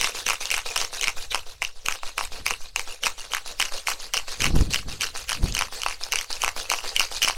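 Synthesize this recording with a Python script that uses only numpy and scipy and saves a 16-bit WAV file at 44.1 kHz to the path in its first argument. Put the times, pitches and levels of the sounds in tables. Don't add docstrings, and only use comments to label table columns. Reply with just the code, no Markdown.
import sys
import numpy as np
from scipy import signal
from scipy.fft import rfft, irfft, next_fast_len
from scipy.io import wavfile
from scipy.ndimage import uniform_filter1d, map_coordinates

SR = 44100
rng = np.random.default_rng(int(sys.argv[2]) if len(sys.argv) > 2 else 0)


def store_pcm(level_fs):
    pcm = np.round(np.clip(level_fs, -1, 1) * 32767).astype(np.int16)
    wavfile.write(sys.argv[1], SR, np.atleast_2d(pcm).T)


N = 325011

# middle pitch_hz, relative level_db,
# decay_s (60 dB fall of each of the two cascaded resonators that make a mode)
BASE_MODES = [(1087, -2, 0.0029), (1544, -3.5, 0.0032), (2298, 2, 0.0033), (2803, 1.5, 0.0053),
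              (4090, -12.5, 0.0054), (5150, 1, 0.0016), (5924, -1, 0.0032), (7360, -3, 0.0012),
              (8930, -6, 0.0024), (11400, -6, 0.0011)]
CAP_MODES = [(920, 14.6, 0.0014), (1510, 12.4, 0.0013), (2638, 2.9, 0.014), (3870, 9.6, 0.0031),
             (4850, 13, 0.003), (6280, 15, 0.0013), (9600, 11, 0.0011)]


def amp(db):
    return 10 ** (np.asarray(db) / 20)


def unit(x):
    return x / np.sqrt(np.mean(x ** 2) + 1e-20)


def filtered(x, response):
    size = next_fast_len(N + SR // 2)
    spectrum = rfft(x, size) * response(np.fft.rfftfreq(size, 1 / SR))
    return irfft(spectrum, size)[..., :N]


def noise(spectrum):
    point_hz, point_db = np.transpose(spectrum)

    def colour(hz):
        return amp(np.interp(np.log(hz + 1), np.log(point_hz + 1), point_db))

    return unit(filtered(rng.standard_normal(N), colour))


def wobble(rate_hz):
    knots = rng.standard_normal(int(N * rate_hz / SR) + 4)
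    return map_coordinates(knots, [np.arange(N) * rate_hz / SR])


def strokes():
    # base_start_s, base_level_db, base_press_s, cap_start_s, cap_level_db
    shakes = [(0.002, -28.5, 0.074, 0.15, -32), (0.265, -29, 0.058, .411, -32.5),
              (0.514, -30.5, 0.062, 0.66, -32), (0.765, -30, 0.072, .93, -33.5),
              (1.019, -33, 0.063, 1.171, -35.5), (1.312, -34, 0.06, 1.466, -43.5),
              (1.62, -40, 0.054, 1.76, -52.5), (1.856, -35, 0.084, 2.035, -39),
              (2.179, -33.5, 0.054, 2.32, -38), (2.457, -36, 0.074, 2.607, -45),
              (2.764, -33.5, 0.043, 2.875, -39.5), (3.032, -28, .036, 3.181, -39),
              (3.314, -35.5, 0.067, 3.461, -36.5), (3.593, -32.5, 0.065, 3.722, -33.5),
              (3.872, -28.5, 0.036, 4.001, -39), (4.139, -29.5, 0.034, 4.282, -34),
              (4.402, -31, 0.073, 4.558, -32.5), (4.709, -30.5, 0.065, 4.884, -37.5),
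              (5.008, -30, 0.042, 5.151, -33.5), (5.285, -34, 0.067, 5.43, -35),
              (5.544, -34.5, 0.1, 5.725, -33.5), (5.831, -36.5, 0.1, 6.012, -37),
              (6.121, -35, 0.097, 6.304, -35), (6.407, -35, 0.085, 6.565, -31.5),
              (6.698, -31.5, 0.081, 6.841, -32.5), (6.957, -31, 0.086, 7.116, -33),
              (7.222, -27.5, 0.074, 7.36, -48)]
    base_s, base_db, base_press_s, cap_s, cap_db = np.transpose(shakes)
    cap_press_s = np.full(len(cap_s), 0.055)
    return np.transpose([base_s, base_db, base_press_s]), np.transpose([cap_s, cap_db, cap_press_s])


def envelope(rows, rise_db, fall_db):
    t, out = np.arange(N) / SR, np.zeros(N)
    for start_s, level_db, press_s in rows:
        span = slice(max(round((start_s - .1) * SR), 0), round((start_s + .5) * SR))
        since = t[span] - start_s
        fall = fall_db * np.maximum(since - press_s, 0)
        rise = rise_db * np.minimum(since, 0)
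        out[span] += amp(level_db - fall + rise)
    return out


def strike(start_s, level_db, thud_db, modes, scatter_db):
    shape = (len(start_s), len(modes))
    size_db = rng.normal(0, scatter_db, shape)
    pitch = rng.integers(3, size=shape)
    sign = rng.choice([-1, 1], shape)
    size_db[:, 0] += thud_db
    size_db[:, 1] += np.minimum(thud_db, 0) / 2
    pitch = np.clip(pitch - np.round(np.reshape(thud_db, (-1, 1)) / 20), 0, 2)
    gain = sign * amp(size_db + np.transpose(modes)[1])
    gain *= (amp(level_db) / np.linalg.norm(gain, axis=1))[:, None]
    at, out = np.round(start_s * SR).astype(int), np.zeros(N)
    for k, (pitch_hz, _, decay_s) in enumerate(modes):
        for step in range(3):
            near_hz = pitch_hz * (.93 + .07 * step)
            pole = amp(-60 / (decay_s * SR)) * np.exp(2j * np.pi * near_hz / SR)
            blows = np.bincount(at, gain[:, k] * (pitch[:, k] == step), N)
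            swell = signal.lfilter([np.e * (1 - abs(pole))], [1, -2 * pole, pole ** 2], blows)
            out += swell.imag
    return out


def rattle(rows, modes, count, rise_db, fall_db, spread_db, thud_db):
    start_s, luck = rng.random((count, 2)).T
    start_s = start_s * (N - 1) / SR
    load = envelope(rows, rise_db, fall_db)[(start_s * SR).astype(int)]
    level_db = 20 * np.log10(load + 1e-9) - spread_db * np.log(1 - luck * .92)
    stroke = np.maximum(np.searchsorted(rows[:, 0], start_s + .03) - 1, 0)
    age_s = start_s - rows[stroke, 0]
    return strike(start_s, level_db, thud_db(age_s), modes, scatter_db=7)


def hard_clacks():
    # start_s, level_db (all modes together), thud_db (shift of the first mode)
    clack_table = [(0.0123, -3, 5.5), (0.0436, -4.5, 12), (0.2682, -18, -20), (0.2813, -12, -4),
                   (0.2878, -6.5, -1), (.2994, -12, 4), (0.306, -6.5, 10), (0.5039, -10.5, -29.5),
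                   (0.514, -8, -25), (.5407, -10, -3), (.76, -10, -3), (0.7636, -7, 9), (0.7765, -10, -17),
                   (1.012, -11, -37), (1.033, -12, -6), (1.041, -9, -25), (1.073, -10, 7),
                   (1.0815, -4.5, 5), (1.346, -4.5, 12.5), (1.3558, -12.5, 16), (1.62, -7.5, 3),
                   (1.626, -12, 4), (1.6489, -12, -15), (1.8613, -11.5, -27), (1.8847, -4, 6.5),
                   (1.924, -14, -15), (2.033, -16.5, 18), (2.18, -9, 8.5), (2.1911, -13, 13),
                   (2.2102, -11, 19), (2.4644, -2, 6.5), (2.508, -8, 9.5), (2.7607, -5, -1.5),
                   (3.0362, -10.5, 0), (3.06, -10, -8), (3.067, -4.5, 12.5), (3.0697, -11.5, 6),
                   (3.0787, -16, -6), (3.3355, -9.5, 10), (3.3482, -10, -2), (3.5988, -7.5, 1),
                   (3.6163, -9, -8), (3.6247, -7, -8), (3.8838, -8.5, 11), (4.137, -9.5, -12),
                   (4.142, -8, 8), (4.405, -12, -9), (4.4193, -10, -14), (4.4429, -4, -2), (4.4557, -6, -1),
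                   (4.4648, -9, -2), (4.7357, -10, -29), (4.7441, -2, -2), (4.759, -8, -10),
                   (5.0095, -11.5, -35), (5.2935, -10.5, 1), (5.31, -14, -4), (5.3185, -11, 8),
                   (5.3293, -13, 0), (5.55, -9.5, -8), (5.5676, -11.5, 1), (5.5906, -5.5, -8),
                   (5.6107, -7.5, 13), (5.6218, -10, 3), (5.818, -14.5, -8), (5.834, -12, 1),
                   (5.863, -5, 17), (6.1217, -8.5, -25), (6.1278, -7, -1), (6.1354, -9, 9),
                   (6.1575, -6, -8), (6.188, -10.5, -14), (6.419, -11, -31), (6.437, -5.5, 9.5),
                   (6.446, -6.5, 1), (6.479, -7, 14), (6.4903, -13.5, 3), (6.7003, -5.5, -23),
                   (6.7163, -5.5, 12.5), (6.7371, -7.5, 13), (6.9639, -2, -29.5), (6.996, 2, -24),
                   (7.006, -7.5, 10), (7.2188, -12, -4), (7.2277, -7, -17), (7.2367, -8.5, -23),
                   (7.2767, -9.5, 10), (7.282, -8, -14), (7.2982, -9, 14)]
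    return strike(*np.transpose(clack_table), BASE_MODES, scatter_db=3)


def base_rattle(rows):
    first_thud_db, thud_db_per_s, last_thud_db = -16, 396, 5

    def piling(age_s):
        return np.minimum(first_thud_db + thud_db_per_s * age_s, last_thud_db)

    return rattle(rows, BASE_MODES, count=1900, rise_db=2200, fall_db=423, spread_db=7.0, thud_db=piling)


def cap_rattle(rows):
    return rattle(rows, CAP_MODES, count=2000, rise_db=1500, fall_db=288, spread_db=4.5, thud_db=np.zeros_like)


def cap_knocks(rows):
    return strike(rows[:, 0], rows[:, 1] + 13.5, 25, CAP_MODES, scatter_db=4)


def cap_ticks():
    # start_s, level_db (all modes together)
    tick_table = [(0.4557, -13), (5.5239, -15.5), (6.0366, -12.5), (6.3282, -13), (7.1659, -19)]
    return strike(*np.transpose(tick_table), -4, CAP_MODES[3:6], scatter_db=3)


def ice():
    to_base, to_cap = strokes()
    rattles = amp(4.0) * base_rattle(to_base) + amp(4.0) * cap_rattle(to_cap)
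    tin = hard_clacks() + cap_ticks() + rattles + cap_knocks(to_cap)
    return filtered(tin, lambda hz: (1j * hz / (300 + 1j * hz)) ** 3)


def drink():
    # pitch_hz, relative level_db (per Hz)
    slosh = [(300, -22.5), (450, -7), (1000, -16), (3300, -11.5), (4200, -13), (6000, -11), (10000, -19),
             (16000, -30)]
    # time_s, pitch_hz
    wash = [(0, 3770), (5.3, 4440)]
    hz, t, spectra = signal.stft(noise(slosh), SR, nperseg=128)
    patches = uniform_filter1d(rng.standard_normal(spectra.shape), size=2, axis=0)
    patches = uniform_filter1d(patches, size=15, axis=1)
    hollow_hz = np.interp(t, *np.transpose(wash))
    hollow = np.exp(-((hz[:, None] - hollow_hz) / 450) ** 2)
    shaped = spectra * amp(4.5 * unit(patches) + 8 * hollow)
    fizz = unit(signal.istft(shaped, nperseg=128)[1][:N])
    surge = envelope(np.vstack(strokes()), rise_db=1403, fall_db=239)
    return (amp(-3.5) * surge + amp(-66)) * fizz


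def room(x):
    t, decay_s = np.arange(SR // 4) / SR, .15
    tail = rng.standard_normal(len(t)) * amp(-60 * t / decay_s) * (t > .003)
    wet = signal.fftconvolve(x, tail / np.linalg.norm(tail))[:N]
    return filtered(wet, lambda hz: 1 / (1 + 1j * hz / 3500))


def sway():
    lead_s = .06
    t, jolts = np.arange(SR // 5) / SR - lead_s, np.zeros((2, N + SR))
    for end, rows in enumerate(strokes()):
        jolts[end, (rows[:, 0] * SR).astype(int)] = amp(rng.normal(-27.5, 3.0, len(rows)))

    def bump(centre_s, width_s):
        return np.exp(-((t - centre_s) / width_s) ** 2)

    base_push = 0.5 * bump(0.012, 0.017) - 0.66 * bump(0.065, 0.019)
    cap_push = 1.15 * bump(0.02, 0.022)
    pushes = signal.fftconvolve(jolts, [base_push, cap_push], axes=1).sum(0)
    return pushes[round(lead_s * SR):][:N]


def buffet():
    # peak_s, level_db
    gust_table = [(2.36, -36), (4.42, -25), (4.5, -25), (4.551, -14), (4.89, -30), (5.379, -27.5),
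                  (5.44, -29)]
    # pitch_hz, relative level_db (per Hz)
    gust_colour = [(12, -0.5), (30, 4), (90, -3), (250, -13.5), (600, -28), (1500, -46), (4000, -90)]
    # flip_s, signed size (linear)
    pop_table = [(4.506, .12), (4.5646, 0.34), (4.608, -0.15), (5.435, 0.054)]
    t = np.arange(N) / SR
    rise_db_per_s, fall_db_per_s = 448, 114
    gusts = np.zeros(N)
    for peak_s, level_db in gust_table:
        slope_db = np.minimum(rise_db_per_s * (t - peak_s), fall_db_per_s * (peak_s - t))
        gusts += amp(level_db + slope_db)
    lumps = unit(amp(5 * wobble(45)) * noise(gust_colour))
    rumble = amp(-48.0 + 4 * wobble(8)) * noise([(15, -11.5), (70, -25.0), (160, -41.5), (700, -81)])
    pops = np.zeros(N)
    for flip_s, size in pop_table:
        fade_s = np.where(t < flip_s, .008, .03)
        pops += size * np.tanh((t - flip_s) / 0.00034) * np.exp(-abs(t - flip_s) / fade_s)
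    return gusts * lumps + rumble + pops


def scene():
    tin = ice() + drink()
    return (tin + amp(-11.0) * room(tin) + sway() + buffet())[None]


def record(dry):
    ceiling, top_hz = .35, 15900
    squashed = dry / (1 + np.abs(dry / ceiling) ** 6) ** (1 / 6)
    return filtered(squashed, lambda hz: (hz > 1) & (hz < top_hz))


dry = scene()
out = record(dry)
store_pcm(out)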